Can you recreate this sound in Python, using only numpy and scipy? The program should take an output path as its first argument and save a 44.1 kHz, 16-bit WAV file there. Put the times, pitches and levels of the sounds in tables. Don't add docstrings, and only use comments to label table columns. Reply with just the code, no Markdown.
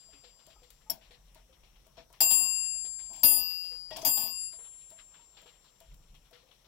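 import sys
import numpy as np
from scipy import signal
from scipy.fft import rfft, irfft, next_fast_len
from scipy.io import wavfile

SR = 44100
rng = np.random.default_rng(int(sys.argv[2]) if len(sys.argv) > 2 else 0)


def to_linear_factor(level_db):
    exponent = np.asarray(level_db, float) / 20
    return 10 ** exponent


def log_audio(samples):
    frames = np.atleast_2d(samples).T
    limited = np.clip(frames, -1, 1)
    pcm = np.round(limited * 32767).astype(np.int16)
    wavfile.write(sys.argv[1], SR, pcm)


N = 294383

# frequency in Hz, level in dB per Hz over FLOOR_DB.
FLOOR_COLOUR = [(65, -28), (110, 8), (271, -3.5), (541, 1), (757, -5), (914, -4), (1940, -21),
                (3420, -30.5), (4990, -25.5), (5660, -9), (6700, -25.5), (7600, -13), (10800, -13),
                (15200, -15), (16500, -40)]
FLOOR_DB = -105
WHINE_HZ, WHINE_WIDTH_HZ, WHINE_DB = 5750, 390, -77
# time in seconds, level in dB.
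RUMBLE = [(0.0, -71.5), (0.8, -66.5), (1.1, -62), (1.9, -64), (3.2, -67), (3.29, -59.5), (3.64, -68.5),
          (4.14, -65), (4.35, -70), (5.8, -73.5), (5.92, -52), (6.04, -59), (6.16, -58), (6.3, -71),
          (6.68, -76)]
# frequency in Hz, left over right in dB.
LEAN = [(60, 0), (380, 2), (1300, 6.5), (3000, 10), (15000, 6.5)]
# frequency in Hz, left-right correlation.
LIKENESS = [(60, 0.92), (250, 0.15), (1400, 0.56), (3100, .1), (15000, 0.076)]
ROOM_T60_S, ROOM_DB = 0.33, -17
CUTOFF_HZ, PEAK = 16200, 1.2

# first tick in seconds, period in seconds, level at 3-4.4 kHz in dB.
FAR_CLOCKS = [
    (0.128, .501, -65),
    (.235, 0.8702, -61.5),
]
FAR_KNOCK_DB, FAR_KNOCK_HZ = -59, 488
# time in seconds, peak in dB.
STIRS = [(0.389, -59), (0.5, -56.5), (0.7028, -61), (0.8071, -62), (1.0094, -53.5), (1.3513, -56.5),
         (1.5234, -57.5), (1.7529, -62.5), (2.5498, -56), (2.7394, -63.5), (2.9013, -62), (2.9866, -52.5),
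         (3.4979, -55), (4.409, -59), (4.5205, -55), (4.9057, -61), (4.9846, -55.5), (5.3662, -52.5),
         (5.5228, -59), (5.803, -61), (5.9125, -59), (6.2512, -61), (6.4146, -63.5), (6.5083, -57.5)]
STIR_TRIM_DB, STIR_RISE_S, STIR_T60_S, HUSH_DB = -8, 0.0036, 0.34, -74.5
# frequency in Hz, level in dB per Hz.
SCUFF_COLOUR = [(200, -17.5), (500, -6.5), (1000, -3.5), (1600, -7), (2400, -5), (3600, -0.5), (4800, -11),
                (6500, -17.5), (9000, -25)]

ESCAPEMENT_S, SWING_S = .086, .8895
ESCAPEMENT_DB, ESCAPEMENT_HZ = -60, 650
# time in seconds, peak in dB, panel frequency in Hz.
KNOCKS = [(0.13, -62, 285), (0.473, -54.5, 661), (0.619, -60, 494), (0.56, -58, 883), (0.863, -61, 880),
          (0.9, -50.5, 671), (0.902, -54.5, 1503), (1.356, -55, 654), (1.49, -62, 520), (1.976, -48, 661),
          (2.102, -59.5, 657), (2.209, -40, 931), (2.264, -45, 677), (2.307, -48.5, 935),
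          (2.407, -48.5, 723), (2.439, -57.5, 931), (3.105, -57, 695), (3.235, -41, 916),
          (3.262, -41.5, 673), (3.313, -48, 850), (3.906, -48.5, 1910), (3.912, -39.5, 628),
          (3.99, -47, 650), (3.968, -43.5, 700), (4.028, -40, 661), (4.099, -47, 704), (4.174, -48, 880),
          (4.911, -58, 653), (4.915, -63, 912), (5.19, -61.5, 938), (5.809, -56, 657), (6.43, -65.5, 526),
          (6.49, -63.5, 504)]
# time in seconds, peak in dB.
TICKS = [(0.4664, -61), (0.7037, -56.5), (1.3466, -61.5), (1.8676, -66), (2.102, -73), (2.1276, -62),
         (3.1328, -58.5), (3.1627, -57), (3.1963, -59.5), (3.9056, -61), (3.9633, -57), (3.9685, -43.5),
         (3.99, -58), (4.0173, -60.5), (4.9028, -59), (5.4176, -65.5), (5.8031, -60), (5.942, -65.5),
         (6.15, -72), (6.3104, -69)]
# start in seconds, hold in seconds, level at 3-4.4 kHz in dB,
# bass level in dB, treble level in dB.
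BURSTS = [(.899, 0.0031, -50, -46.5, -42.5), (1.97, 0.033, -66.5, -61.5, -79),
          (2.208, .01, -42, -42, -29.5), (2.31, 0.013, -48.5, -45, -36), (2.365, 0.1, -61.5, -56, -52.5),
          (3.099, .02, -80, -60, -73.5), (3.13, 0.081, -67, -62.5, -68.5),
          (3.233, 0.0058, -39.5, -38.5, -27), (3.283, 0.14, -54, -50, -41),
          (3.908, 0.029, -54.5, -55.5, -72.5), (3.961, 0.0093, -48.5, -50.5, -59),
          (3.984, 0.0092, -59, -49.5, -75), (4.019, .01, -57.5, -53.5, -57.5),
          (4.049, 0.026, -44.5, -39.5, -35.5), (4.17, .01, -52.5, -49.5, -41),
          (4.196, 0.085, -55, -50, -51)]
BURST_SAG_DB_PER_S = 60.5
STOP_SHARE = 0.82
DEEP_DB, DEEP_LAG_S = -7, .012
# low edge in Hz, high edge in Hz.
RATTLE_BANDS = [(130, 400), (550, 1000), (3100, 4400), (11000, 13000)]
RATTLE_TRIM_DB = [-2.6, -5, -3, -7.5]
BURST_T60_S = [0.21, .2, 0.17, .16]
# frequency in Hz, level in dB per Hz.
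RATTLE_COLOUR = [(110, -10), (215, -10.5), (320, -10), (500, -29), (800, -4.5), (1300, -30), (2300, -21),
                 (3400, -16), (4500, -20.5), (5500, -15), (8500, -36.5), (11800, -22.5), (13000, -36),
                 (15500, -38)]
# frequency in Hz, width in Hz, level in dB.
CASE = [(657, 22, -4.5), (931, 15, -8), (300, 45, -6), (217.8, 20, -6)]
PLATE_HZ = [1930, 3300, 5480, 9520, 11720, 12400, 14450, 15530]
PLATE_DB = [-22.5, -3, -2.5, -13.5, -7, -14, -10.5, -5.5]
PLATE_WIDTH_HZ = 90
LEVER_S, LEVER_DB = .8992, -32
LEVER_HZ = [657, 5464, 5518, 7564, 10170, 11850, 14230, 14440]
LEVER_T60_S = [.08, .075, .06, .04, .06, .055, .05, .06]
LEVER_MODE_DB = [-15.5, -3.5, -3.5, -10, -0.5, -0.5, 3, -19]

# time in seconds, hum partial in dB, its fade-out in seconds, top partial in dB,
# its right port in dB, crack in dB.
STROKES = [
    (2.2054, -50, 0.5, -26.5, 7, -17),
    (2.3068, -44.5, 0.28, -23.5, -5.5, -21.5),
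    (3.234, -53, 0.36, -11, -11.5, -19.5),
    (4.05, -50.5, 0.36, -24.5, -4.5, -22),
]
HUM_HZ, HUM_T60_S, TOP_HZ, TOP_T60_S = 1070.6, 4.2, 13651.5, 0.59
TOP_SWELL_S, TOP_SWELL_DB, TOP_SWELL_RIGHT_DB = 0.29, -28.5, -17
PARTIAL_HZ = [2738.2, 4864.1, 7398.1, 10324.8]
TWIN_HZ = [4872.5, 7409, 10331.5, 13641]
# decay time in seconds, right port in dB, then dB at the first stroke, the rebound
TWINS = [(.6, -7, -35, -42.5, -39.5, -33.5), (0.69, -5.5, -46.5, -49, -40, -33),
         (0.97, -12, -36.5, -42, -41, -32.5), (0.63, -1.5, -37.5, -49.5, -32, -31.5)]
SHADE_DB = [(-33, -15.5, -14, 3), (-28, -15.5, -20, -16), (-25.5, -18, -13.5, -15),
            (-38, -31, -10.5, -10.5)]
SHADE_RAD = [-2, 1.8, -1.5, 4]
TAIL_DB = [(-83, -59, -55, -76), (-36.5, -29.5, -20.5, -28), (-38, -27, -46, -43.5),
           (-44.5, -30.5, -35.5, -37.5)]
TAIL_SAG_DB_PER_S = [11.2, 12.9, 18, 20]
TAIL_GONE_S = [(0.45, 1.0, 2.8, 0.92), (0.66, .82, 1.5, 1.07), (0.57, 0.86, 0.96, .9),
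               (0.49, 0.54, 4.5, 1.19)]
TAIL_LEFT = [.01, 0.21, 0.16, .003]
# start in seconds, rise in seconds, length in seconds.
BLOOMS = [
    (2.2057, 0.000994, 0.03),
    (2.3013, .002, 0.19),
    (3.235, 0.00084, 0.19),
    (4.047, 0.027, 0.26),
    (4.323, 0.15, .2),
]
BLOOM_DB = [(-46, -33.5, -39.5, -19.5), (-77, -48, -29.5, -21.5), (-40.5, -38, -28.5, -19),
            (-65, -47, -28, -27), (-48, -70, -30, -31)]
BLOOM_RISE_S = [0.0011, 0.00081, 0.037, 0.0018]
BLOOM_RAD = [.2, 0.89, .3, 1.9]
BLOOM_BEAT_PER_S = [3.8, 4.14, 1.733, 0.62]


def in_time(rows):
    s, *columns = np.transpose(rows)
    return np.array([np.interp(np.arange(N) / SR, s, c) for c in columns])


def at_hz(points, hz):
    return np.interp(np.log(hz), np.log(np.array(points)[:, 0]), np.array(points)[:, 1])


def rms_one(x):
    return x / np.sqrt(np.mean(x ** 2) + 1e-20)


def left_right(left_db, right_db):
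    return to_linear_factor([[left_db], [right_db]])


def filtered(x, order, hz, kind):
    return signal.sosfilt(signal.butter(order, hz, kind, fs=SR, output="sos"), x)


def flicker(per_s):
    r = np.exp(-80 * np.pi * per_s / SR)
    slow = signal.lfilter([1], [1, -2 * r, r * r], rng.standard_normal(N // 40 + 502))[500:]
    return np.interp(np.arange(N) / 40, np.arange(len(slow)), rms_one(slow))


def clicks(seconds, level_db):
    x = np.full(N, 1e-18)
    x[np.round(np.asarray(seconds) * SR).astype(int)] = to_linear_factor(level_db)
    return x


def ring(x, hz, t60):
    r, w = to_linear_factor(-60 / (t60 * SR)), 2 * np.pi * hz / SR
    return signal.lfilter([0, np.sin(w)], [1, -2 * r * np.cos(w), r * r], x)


def burst(x, t60):
    return signal.lfilter([1], [1, -to_linear_factor(-60 / (t60 * SR))], x) * rng.standard_normal((2, N))


def ports(x, lean_db, lag=3):
    return np.array([x * to_linear_factor(lean_db / 2), -np.roll(x, round(lag)) * to_linear_factor(-lean_db / 2)])


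def falling(rows, rise_s, t60, sag_db_per_s=0):
    t = np.arange(0, N + 32, 32) / SR
    s, hold, level_db = np.transpose(rows)[:, :, None]
    since = t - s
    release_db = 60 * np.clip(since - hold, 0, None) / t60 / np.where(hold > .05, STOP_SHARE, 1)
    held_db = -sag_db_per_s * np.minimum(since, hold) - release_db
    shape_db = np.where(since < 0, 20 * since / rise_s, held_db)
    loudest_db = np.clip((level_db + shape_db).max(axis=0), -110, 0)
    return np.interp(np.arange(N) / SR, t, loudest_db)


def latest_stroke(t):
    starts = np.array([0, STROKES[0][0], STROKES[2][0], STROKES[3][0]])
    stroke = np.searchsorted(starts, t, "right") - 1
    return stroke, t - starts[stroke]


def rumble():
    mid, side = filtered(rng.standard_normal((2, N)), 2, [28, 50], "band")
    creak = rms_one(ring(rng.standard_normal(N), 150, t60=0.049))
    shake = rms_one(mid) + 0.27 * creak + 0.1458 * rms_one(side) * [[1], [-1]]
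    return to_linear_factor(in_time(RUMBLE)[0]) * shake * left_right(.6, -.6)


def whine(white):
    t60 = 0.98 / WHINE_WIDTH_HZ
    tone = ring(ring(white, WHINE_HZ, t60), WHINE_HZ, t60)
    return to_linear_factor(WHINE_DB) * rms_one(tone) * left_right(4, -4)


def far_beats():
    return [[(s, level_db) for s in np.arange(first, N / SR - .01, period)]
            for first, period, level_db in FAR_CLOCKS]


def rustle_db():
    events = [(s, peak_db + STIR_TRIM_DB) for s, peak_db in STIRS] + sum(far_beats(), [])
    rows = [(s + STIR_RISE_S, .01, level_db) for s, level_db in events]
    return np.maximum(HUSH_DB, falling(rows, STIR_RISE_S, STIR_T60_S))


def rattle_db():
    s, hold, mid_db, bass_db, treble_db = np.transpose(BURSTS)
    parts = [(s + DEEP_LAG_S, bass_db + DEEP_DB, DEEP_LAG_S), (s, bass_db, .003),
             (s, mid_db, .001), (s, treble_db, .001)]
    return np.array([falling(np.transpose([at, hold, level_db]), rise, t60, BURST_SAG_DB_PER_S)
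                     for (at, level_db, rise), t60 in zip(parts, BURST_T60_S)])


def floor_rustle_and_rattle(white, levels, heights):
    edges = 110 * 2 ** np.arange(0, 7.4, 1 / 3)
    low, high = np.transpose(RATTLE_BANDS)
    centre = np.sqrt(low * high)
    trim_db = RATTLE_TRIM_DB - 10 * np.log10(high - low) - at_hz(RATTLE_COLOUR, centre)
    band_db = levels + trim_db[:, None]
    scuff_db = rustle_db() - 33.5
    teeth_db, patch = 1.9 * flicker(300), flicker(2.7)
    masked_db = -1.1 * np.clip(20 * np.log10(heights[2:].max(axis=0) + 1e-9) + 58, 0, 15)
    out = 0
    for k, (a, b) in enumerate(zip(edges, edges[1:])):
        hz, own = np.sqrt(a * b), flicker(12)
        patch = .6 * patch + .8 * own
        share = [np.interp(np.log(hz), np.log(centre), row) for row in np.eye(len(centre))]
        lumps_db = teeth_db + (2 + 2.5 * (hz > 5000)) * own
        rattle = to_linear_factor(share @ band_db + at_hz(RATTLE_COLOUR, hz) + lumps_db)
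        scuff = to_linear_factor(scuff_db + at_hz(SCUFF_COLOUR, hz) + 3 * patch)
        floor = to_linear_factor(FLOOR_DB + at_hz(FLOOR_COLOUR, min(hz, 15200)) + 0.8 * own)
        gate = np.interp(hz, [5600, 6200, 11060, 13940], [0.062, 0.91, 0.65, 0.11])
        quiet_power = (scuff ** 2 + floor ** 2) * to_linear_factor(2 * masked_db * gate)
        gain = np.sqrt(rattle ** 2 + quiet_power)
        mid, side = filtered(white[k % 2], 2, [a, b], "band")
        alike, lean = np.clip(at_hz(LIKENESS, hz), -.99, .99), at_hz(LEAN, hz) / 2
        pair = np.sqrt(1 + alike) * mid + np.sqrt(1 - alike) * side * [[1], [-1]]
        out = out + gain * pair * left_right(lean, -lean) * 0.89
    return out


def case_panels(white, levels):
    panels = sum(to_linear_factor(level_db + levels[int(hz > 400)]) * rms_one(ring(white, hz, 5.2 / width))
                 for hz, width, level_db in CASE)
    return panels * left_right(3, -6)


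def brass_plates(white, levels):
    out = 0
    for hz, level_db in zip(PLATE_HZ, PLATE_DB):
        plate = rms_one(ring(white, hz, 2.2 / PLATE_WIDTH_HZ)) * left_right(5, -4)
        out = out + plate * to_linear_factor(level_db + levels[2 + (hz > 8000)] + 1.6 * flicker(27))
    return out


def noises(heights):
    white = rng.standard_normal((2, 2, N)) * np.sqrt(SR / 2)
    levels = rattle_db()
    out = floor_rustle_and_rattle(white, levels, heights)
    return out + case_panels(white[0, 0], levels) + brass_plates(white[1], levels) + whine(white[0])


def knocks():
    out, size = np.zeros(N), SR // 5
    rows = [*KNOCKS]
    rows += [(s, FAR_KNOCK_DB, FAR_KNOCK_HZ) for s, _ in far_beats()[1]]
    rows += [(s, ESCAPEMENT_DB, ESCAPEMENT_HZ) for s in np.arange(ESCAPEMENT_S, N / SR, SWING_S)]
    contact = rng.standard_normal((len(rows), size)) * to_linear_factor(-60 * np.arange(size) / SR / 0.047)
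    for (s, level_db, hz), push in zip(rows, contact):
        sound = ring(push, hz, t60=0.14) + 0.35 * ring(push, 1.42 * hz, t60=0.085)
        at = round(s * SR)
        out[at:at + size] += (to_linear_factor(level_db + 2.0) * sound / abs(sound).max())[:N - at]
    return out * left_right(3, -4)


def ticks():
    s, level_db = np.transpose(TICKS)
    puffs = burst(clicks(s, level_db + 10.0), t60=0.03) * left_right(3, -4)
    return filtered(puffs, 1, 3000, "high")


def lever():
    hits = clicks([LEVER_S, LEVER_S + 0.0033], [LEVER_DB - 1.5, LEVER_DB])
    modes = sum(ring(hits, hz, t60) * to_linear_factor(level_db)
                for hz, level_db, t60 in zip(LEVER_HZ, LEVER_MODE_DB, LEVER_T60_S))
    scrape = np.diff(burst(clicks([LEVER_S], [LEVER_DB - 6]), t60=0.039), prepend=0)
    return ports(modes, lean_db=13.0) + scrape * [[1], [.4]]


def ringing():
    t = np.arange(0, N + 16, 16) / SR
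    stroke, since = latest_stroke(t)
    since = since[:, None]
    kept = 1 - np.clip(since / np.array(TAIL_GONE_S)[stroke], 0, 1) ** 1.9
    spared = np.array(TAIL_LEFT)[stroke][:, None] * (np.array(PARTIAL_HZ) > PARTIAL_HZ[0])
    tail = to_linear_factor(np.array(TAIL_DB)[stroke] - since * TAIL_SAG_DB_PER_S) * np.maximum(kept, spared)
    out = tail + 0j
    for (s, rise, length), level_db in zip(BLOOMS, BLOOM_DB):
        age = np.clip(t - s, 0, length)[:, None]
        shape = np.clip(age / (rise + np.array(BLOOM_RISE_S)), 0, 1) * (1 - (age / length) ** 2.58)
        turn = np.exp(1j * (BLOOM_RAD + 2 * np.pi * age * BLOOM_BEAT_PER_S))
        out += to_linear_factor(level_db) * shape * turn
    return np.repeat([abs(out.T), np.angle(out.T)], 16, axis=2)[..., :N]


def long_partials(heights, shifts):
    out = np.zeros((2, N))
    stroke, since = latest_stroke(np.arange(N) / SR)
    for hz, height, shift, shade_db, rad in zip(PARTIAL_HZ, heights, shifts, np.transpose(SHADE_DB), SHADE_RAD):
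        height = height * to_linear_factor(1.3 * flicker(30) * np.exp(-since / .15))
        phase = 2 * np.pi * hz * since + shift
        right = to_linear_factor(shade_db[stroke]) * np.sin(phase + rad)
        out += np.sqrt(2) * height * np.array([np.sin(phase), right])
    return out


def hum_top_and_twins():
    t, out = np.arange(N) / SR, np.zeros((2, N))
    s, hum_db, fade_s, top_db, top_right_db, _ = np.transpose(STROKES)
    for at, level_db, fade in zip(s, hum_db, fade_s):
        kept = 1 - np.clip((t - at) / fade, 0, 1) ** 3.3
        out += ring(clicks([at], [level_db]), HUM_HZ, HUM_T60_S) * kept * left_right(0, -10)
    out += np.array([to_linear_factor(0.416 * flicker(27)) * ring(clicks(s, level_db), TOP_HZ, TOP_T60_S)
                     for level_db in (top_db, top_db + top_right_db)])
    held = 1 - np.clip((t - s[3]) / TOP_SWELL_S, 0, 1) ** 4.8
    swell = ring(clicks(s[3:], [TOP_SWELL_DB]), TOP_HZ, t60=3.3) * held
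    out += swell * left_right(0, TOP_SWELL_RIGHT_DB)
    for hz, (t60, right_db, *level_db) in zip(TWIN_HZ, TWINS):
        out += ring(clicks(s, level_db), hz, t60) * [[1], [-to_linear_factor(right_db)]]
    return out


def hammer_crack():
    s, *_, crack_db = np.transpose(STROKES)
    crack = burst(clicks(s, crack_db), t60=0.0048) * left_right(0, -9)
    return filtered(crack, 1, 2500, "high")


def room(x):
    size = next_fast_len(N + SR)
    w = 2 * np.pi * np.arange(size // 2 + 1) / size
    out = []
    for side, lags in zip(x, (rng.uniform(.006, 0.039, (2, 10)) * SR).astype(int)):
        loops = [to_linear_factor(-60 * d / SR / ROOM_T60_S) * np.exp(-1j * w * d) for d in lags]
        echoes = sum((-1) ** k * g / (1 - g) for k, g in enumerate(loops))
        out.append(irfft(rfft(side, size) * echoes, size)[:N])
    return to_linear_factor(ROOM_DB) * np.array(out)


def scene():
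    heights, shifts = ringing()
    bell = long_partials(heights, shifts) + hum_top_and_twins()
    blows = hammer_crack() + ticks() + knocks()
    return bell + lever() + blows + room(blows) + noises(heights) + rumble()


def low_pass(x):
    return signal.sosfilt(signal.butter(12, 17150, fs=SR, output="sos"), x)


def record(dry):
    rounded = PEAK * np.tanh(dry / PEAK)
    mix = signal.sosfilt(signal.cheby2(10, 24, CUTOFF_HZ, fs=SR, output="sos"), rounded)
    return low_pass(mix)


dry = scene()
out = record(dry)
log_audio(out)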